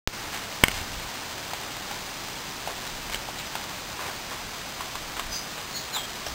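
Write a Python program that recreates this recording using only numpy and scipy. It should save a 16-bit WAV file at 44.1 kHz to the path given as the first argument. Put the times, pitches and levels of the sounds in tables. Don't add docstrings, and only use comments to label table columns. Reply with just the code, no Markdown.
import sys
import numpy as np
from scipy import signal
from scipy.fft import rfft, irfft
from scipy.io import wavfile

SR = 44100
rng = np.random.default_rng(int(sys.argv[2]) if len(sys.argv) > 2 else 0)


def inscribe(sig):
    pcm = np.round(np.clip(np.atleast_2d(sig).T, -1, 1) * 32767)
    wavfile.write(sys.argv[1], SR, pcm.astype(np.int16))


N = 279594
TIME = np.arange(N) / SR
HOLD = 4

# f/Hz, relative level/dB
AIR_SPECTRUM = [(15, -33.5), (25, -4.5), (49, -5.5), (92, -2), (144, -1), (303, -4), (389, -4), (416, -5.5),
                (445, -5.5), (533, -5), (816, -1.5), (1280, -4), (1830, -5), (5050, -7), (5400, -7),
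                (7020, -50), (11900, -120)]
# middle t/s, half length/s, level/dB, top f/Hz
LOW_RUMBLES = [(.77, .075, -37, 78), (.96, .12, -43.5, 60), (3.05, .3, -47, 45), (4.46, .08, -51, 45),
               (5.03, .12, -46, 45), (5.28, .06, -40, 45), (6.32, .07, -41, 70)]
# f/Hz, level/dB, time to fade by 60 dB/s
SHELL_NOTES = [(1080, -26, 0.049), (1540, -16.5, .024), (1835, -20.5, 0.045), (2190, -2, 0.015),
               (2884, 2.5, 0.00597), (3220, -12, 0.0073), (4560, -14, 0.0028)]
# t/s, level/dB, ring length/times the shell's own, relative push level/dB
FINGER_TAPS = [(0.6368, -8.5, 0.83, -4.5), (0.6369, -11, 0.38, 6.5), (0.6381, 1.5, 0.943, -22),
               (0.6831, -15, 0.88, -3.5), (.6845, -26, 1.1, -22), (0.7151, -23, .6, -20),
               (3.1277, -27, .5, -20), (3.1452, -18, .8, -18)]
# t/s, level/dB, hold/s, length/s, first f/Hz, last f/Hz, time to mid-slide/s, rasp/Hz
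BIRD_CALLS = [(5.305, -32, .036, .14, 4970, 4890, .038, 210), (5.731, -33, .016, .09, 4260, 4800, .06, 360),
              (5.921, -29.5, .018, .16, 4240, 3230, .038, 50)]
# t/s, level/dB, f/Hz
PEBBLE_CLINKS = [(2.875, -28, 3920), (3.145, -18, 3100), (3.385, -30.5, 3920), (6.264, -23, 5400),
                 (6.283, -25, 5400)]
# t/s, length/s, level/dB, rough f/Hz
RUBS = [(0.315, 0.1024, -35.5, 2190), (0.703, .03, -34, 3600), (0.729, 0.11, -34.5, 3400),
        (1.893, 0.067, -42, 1500), (2.675, 0.045, -36, 1300), (2.861, 0.023, -36, 3800),
        (3.115, 0.057, -33.5, 2400), (3.38, 0.034, -35, 3800), (3.979, 0.19, -36, 1330),
        (4.305, 0.052, -36, 1190), (5.167, 0.061, -40, 1500), (5.937, 0.053, -35.5, 1300)]
# t/s, level/dB, knock f/Hz, relative gravel level/dB
HOOF_FALLS = [(1.509, -27, 1300, -9), (1.533, -17, 790, -14), (1.911, -22.5, 850, -9.5),
              (2.282, -32, 1400, -1), (2.674, -15, 770, -16), (2.683, -22.5, 760, -14),
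              (3.097, -26.5, 950, -8), (3.287, -18, 790, -28), (3.553, -18.5, 880, -9),
              (3.992, -21.5, 1130, -14), (4.321, -25.5, 1090, -15), (4.807, -19, 1085, -11.5),
              (4.953, -23.5, 1075, -6), (5.166, -26, 940, -7.5), (5.194, -19, 1100, -8),
              (5.578, -24.5, 633, -8), (5.965, -19, 882, -10), (6.266, -20, 647, -8.5)]


def from_db(db):
    return 10 ** (np.asarray(db) / 20)


def rms_one(x):
    return x / np.sqrt(np.mean(x ** 2) + 1e-20)


def keep_range(x, hz, kind, order=2):
    return signal.sosfilt(signal.butter(order, hz, kind, fs=SR, output="sos"), x + 1e-18)


def noise(hz, kind, size=N):
    return rms_one(keep_range(rng.standard_normal(size), hz, kind))


def add(out, start_s, sound):
    at = max(round(start_s * SR), 0)
    out[at:at + len(sound)] += sound[:max(N - at, 0)]


def ring(t, hz, fade_s):
    return np.sin(2 * np.pi * hz * t) * np.exp(-np.log(1000) * t / fade_s)


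def push(t, peak_s):
    return t / peak_s * np.exp(1 - t / peak_s)


def grit(size, per_s):
    return rms_one(rng.standard_normal(size) * (rng.random(size) < per_s / SR))


def yard_echo(x, fade_s, echo_db):
    t = TIME[:SR // 2]
    tail = rng.standard_normal(len(t)) * from_db(-60 * t / fade_s) * (1 - np.exp(-t / 0.0057))
    tail /= np.sqrt(np.sum(tail ** 2))
    return x + from_db(echo_db) * signal.fftconvolve(x, tail)[:N]


def outdoor_air(level_db=-35.9, fade_db_per_s=.16):
    hz, db = np.transpose(AIR_SPECTRUM)
    every_hz = np.arange(N // 2 + 1) * SR / N
    gain = from_db(np.interp(np.log(every_hz + 1), np.log(hz), db))
    rush = rms_one(irfft(rfft(rng.standard_normal(N)) * gain, N))
    return from_db(level_db - fade_db_per_s * TIME) * rush


def camera_noise(hiss_db=-46, whine_db=-52, whine_hz=5012, wander_hz=5.94):
    hiss = from_db(hiss_db) * noise([3500, 7000], "band")
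    hz = whine_hz + wander_hz * noise(19.4, "low")
    whine = np.sqrt(2) * from_db(whine_db) * np.sin(2 * np.pi * np.cumsum(hz) / SR)
    return hiss + whine


def rumbles(lowest_hz=16, lull_top_hz=62, lull_db=-57.5):
    out = from_db(lull_db) * noise([lowest_hz, lull_top_hz], "band")
    for middle_s, half_s, db, top_hz in LOW_RUMBLES:
        swell = np.exp(-((TIME - middle_s) / half_s) ** 2)
        out += from_db(db) * swell * noise([lowest_hz, top_hz], "band")
    return out


def switch_on(x, on_s=.0748, awake_s=.131, muted_db=-6.0, pop_db=-3, sag_db=-18, settle_s=0.0056):
    out = x * (TIME > on_s) * from_db(muted_db * (TIME < awake_s))
    add(out, on_s, from_db(pop_db) * np.ones(HOLD))
    add(out, on_s, -from_db(sag_db) * np.exp(-TIME[:SR // 8] / settle_s))
    return out


def camera_taps(push_s=0.00018, snap_db=-9.5, snap_s=0.00174):
    out, t = np.zeros(N), TIME[:SR // 10]
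    for start_s, db, ring_length, push_db in FINGER_TAPS:
        shell = sum(from_db(level) * ring(t, hz, fade_s * ring_length)
                    for hz, level, fade_s in SHELL_NOTES)
        snap = from_db(snap_db) * rng.standard_normal(len(t)) * np.exp(-t / snap_s)
        add(out, start_s, from_db(db) * (shell + from_db(push_db) * push(t, push_s) + snap))
    return out


def bird(rise_s=.026, fade_db_per_s=290, linger_db=-13, end_s=.03, slide_s=.019, waver_hz=45):
    out, t = np.zeros(N), TIME[:SR // 4]
    for start_s, db, hold_s, length_s, first_hz, last_hz, middle_s, rasp_hz in BIRD_CALLS:
        fade_db = np.clip(-fade_db_per_s * (t - rise_s - hold_s), linger_db, 0)
        soft_ends = np.clip(np.minimum(t / rise_s, (length_s - t) / end_s), 0, 1)
        slide = np.tanh((t - middle_s) / slide_s)
        hz = first_hz + (last_hz - first_hz) * (1 + slide) / 2
        waver = (waver_hz + rasp_hz * (1 - slide ** 2)) * noise(353, "low", len(t))
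        whistle = np.sqrt(2) * np.sin(2 * np.pi * np.cumsum(hz + waver) / SR)
        add(out, start_s, from_db(db + fade_db) * soft_ends * whistle)
    return out


def loose_gravel(level_db=-49):
    return from_db(level_db) * rms_one(keep_range(grit(N, per_s=110), [900, 5000], "band"))


def clinks(fade_s=0.016):
    out = np.zeros(N)
    for start_s, db, hz in PEBBLE_CLINKS:
        add(out, start_s, from_db(db) * ring(TIME[:SR // 20], hz, fade_s))
    return out


def scuffs():
    out = np.zeros(N)
    for start_s, length_s, db, hz in RUBS:
        progress = np.linspace(0, 1, int(length_s * SR))
        scrape = keep_range(grit(len(progress), per_s=2300), [hz / 2.2, hz * 1.34], "band", order=1)
        add(out, start_s, from_db(db) * rms_one(scrape) * np.sin(np.pi * progress ** .7))
    return out


def hooves(knock_db=1.5, knock_s=0.014, crack_db=-2.0, crack_s=0.0021, spray_db=-12.5, spray_s=0.029):
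    out, t = np.zeros(N), TIME[:SR // 8]
    for start_s, db, hz, gravel_db in HOOF_FALLS:
        knock = from_db(knock_db) * ring(t, hz, knock_s) * (1 - np.exp(-t / 0.00059))
        crunch_shape = from_db(crack_db) * push(t, crack_s) + from_db(spray_db) * np.exp(-t / spray_s)
        stones = rms_one(keep_range(grit(len(t), per_s=12000), [500, 4000], "band"))
        add(out, start_s, from_db(db) * (knock + from_db(gravel_db) * stones * crunch_shape))
    return out


def scene():
    foal = yard_echo(hooves() + scuffs() + clinks() + loose_gravel(), fade_s=.17, echo_db=-8)
    calls = yard_echo(bird(), fade_s=.37, echo_db=-6)
    taps = yard_echo(camera_taps(), fade_s=0.17, echo_db=-22)
    return (foal + calls + taps + outdoor_air() + camera_noise() + rumbles())[None]


def record(dry, fizz=0.33, soften_hz=17300, cutoff_hz=15680):
    dulled = keep_range(dry[0], SR / HOLD / 2, "low", order=12)
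    samples = np.clip(switch_on(dulled)[::HOLD], -1, 1)
    steps = np.repeat(samples, HOLD)
    steps[::HOLD] += fizz * rng.standard_normal(len(samples)) * np.diff(samples, prepend=0)
    rounded = keep_range(steps[:N], soften_hz, "low", order=1)
    steep_treble_cut = signal.ellip(10, .1, 70, cutoff_hz, fs=SR, output="sos")
    return signal.sosfilt(steep_treble_cut, rounded)[None]


dry = scene()
out = record(dry)
inscribe(out)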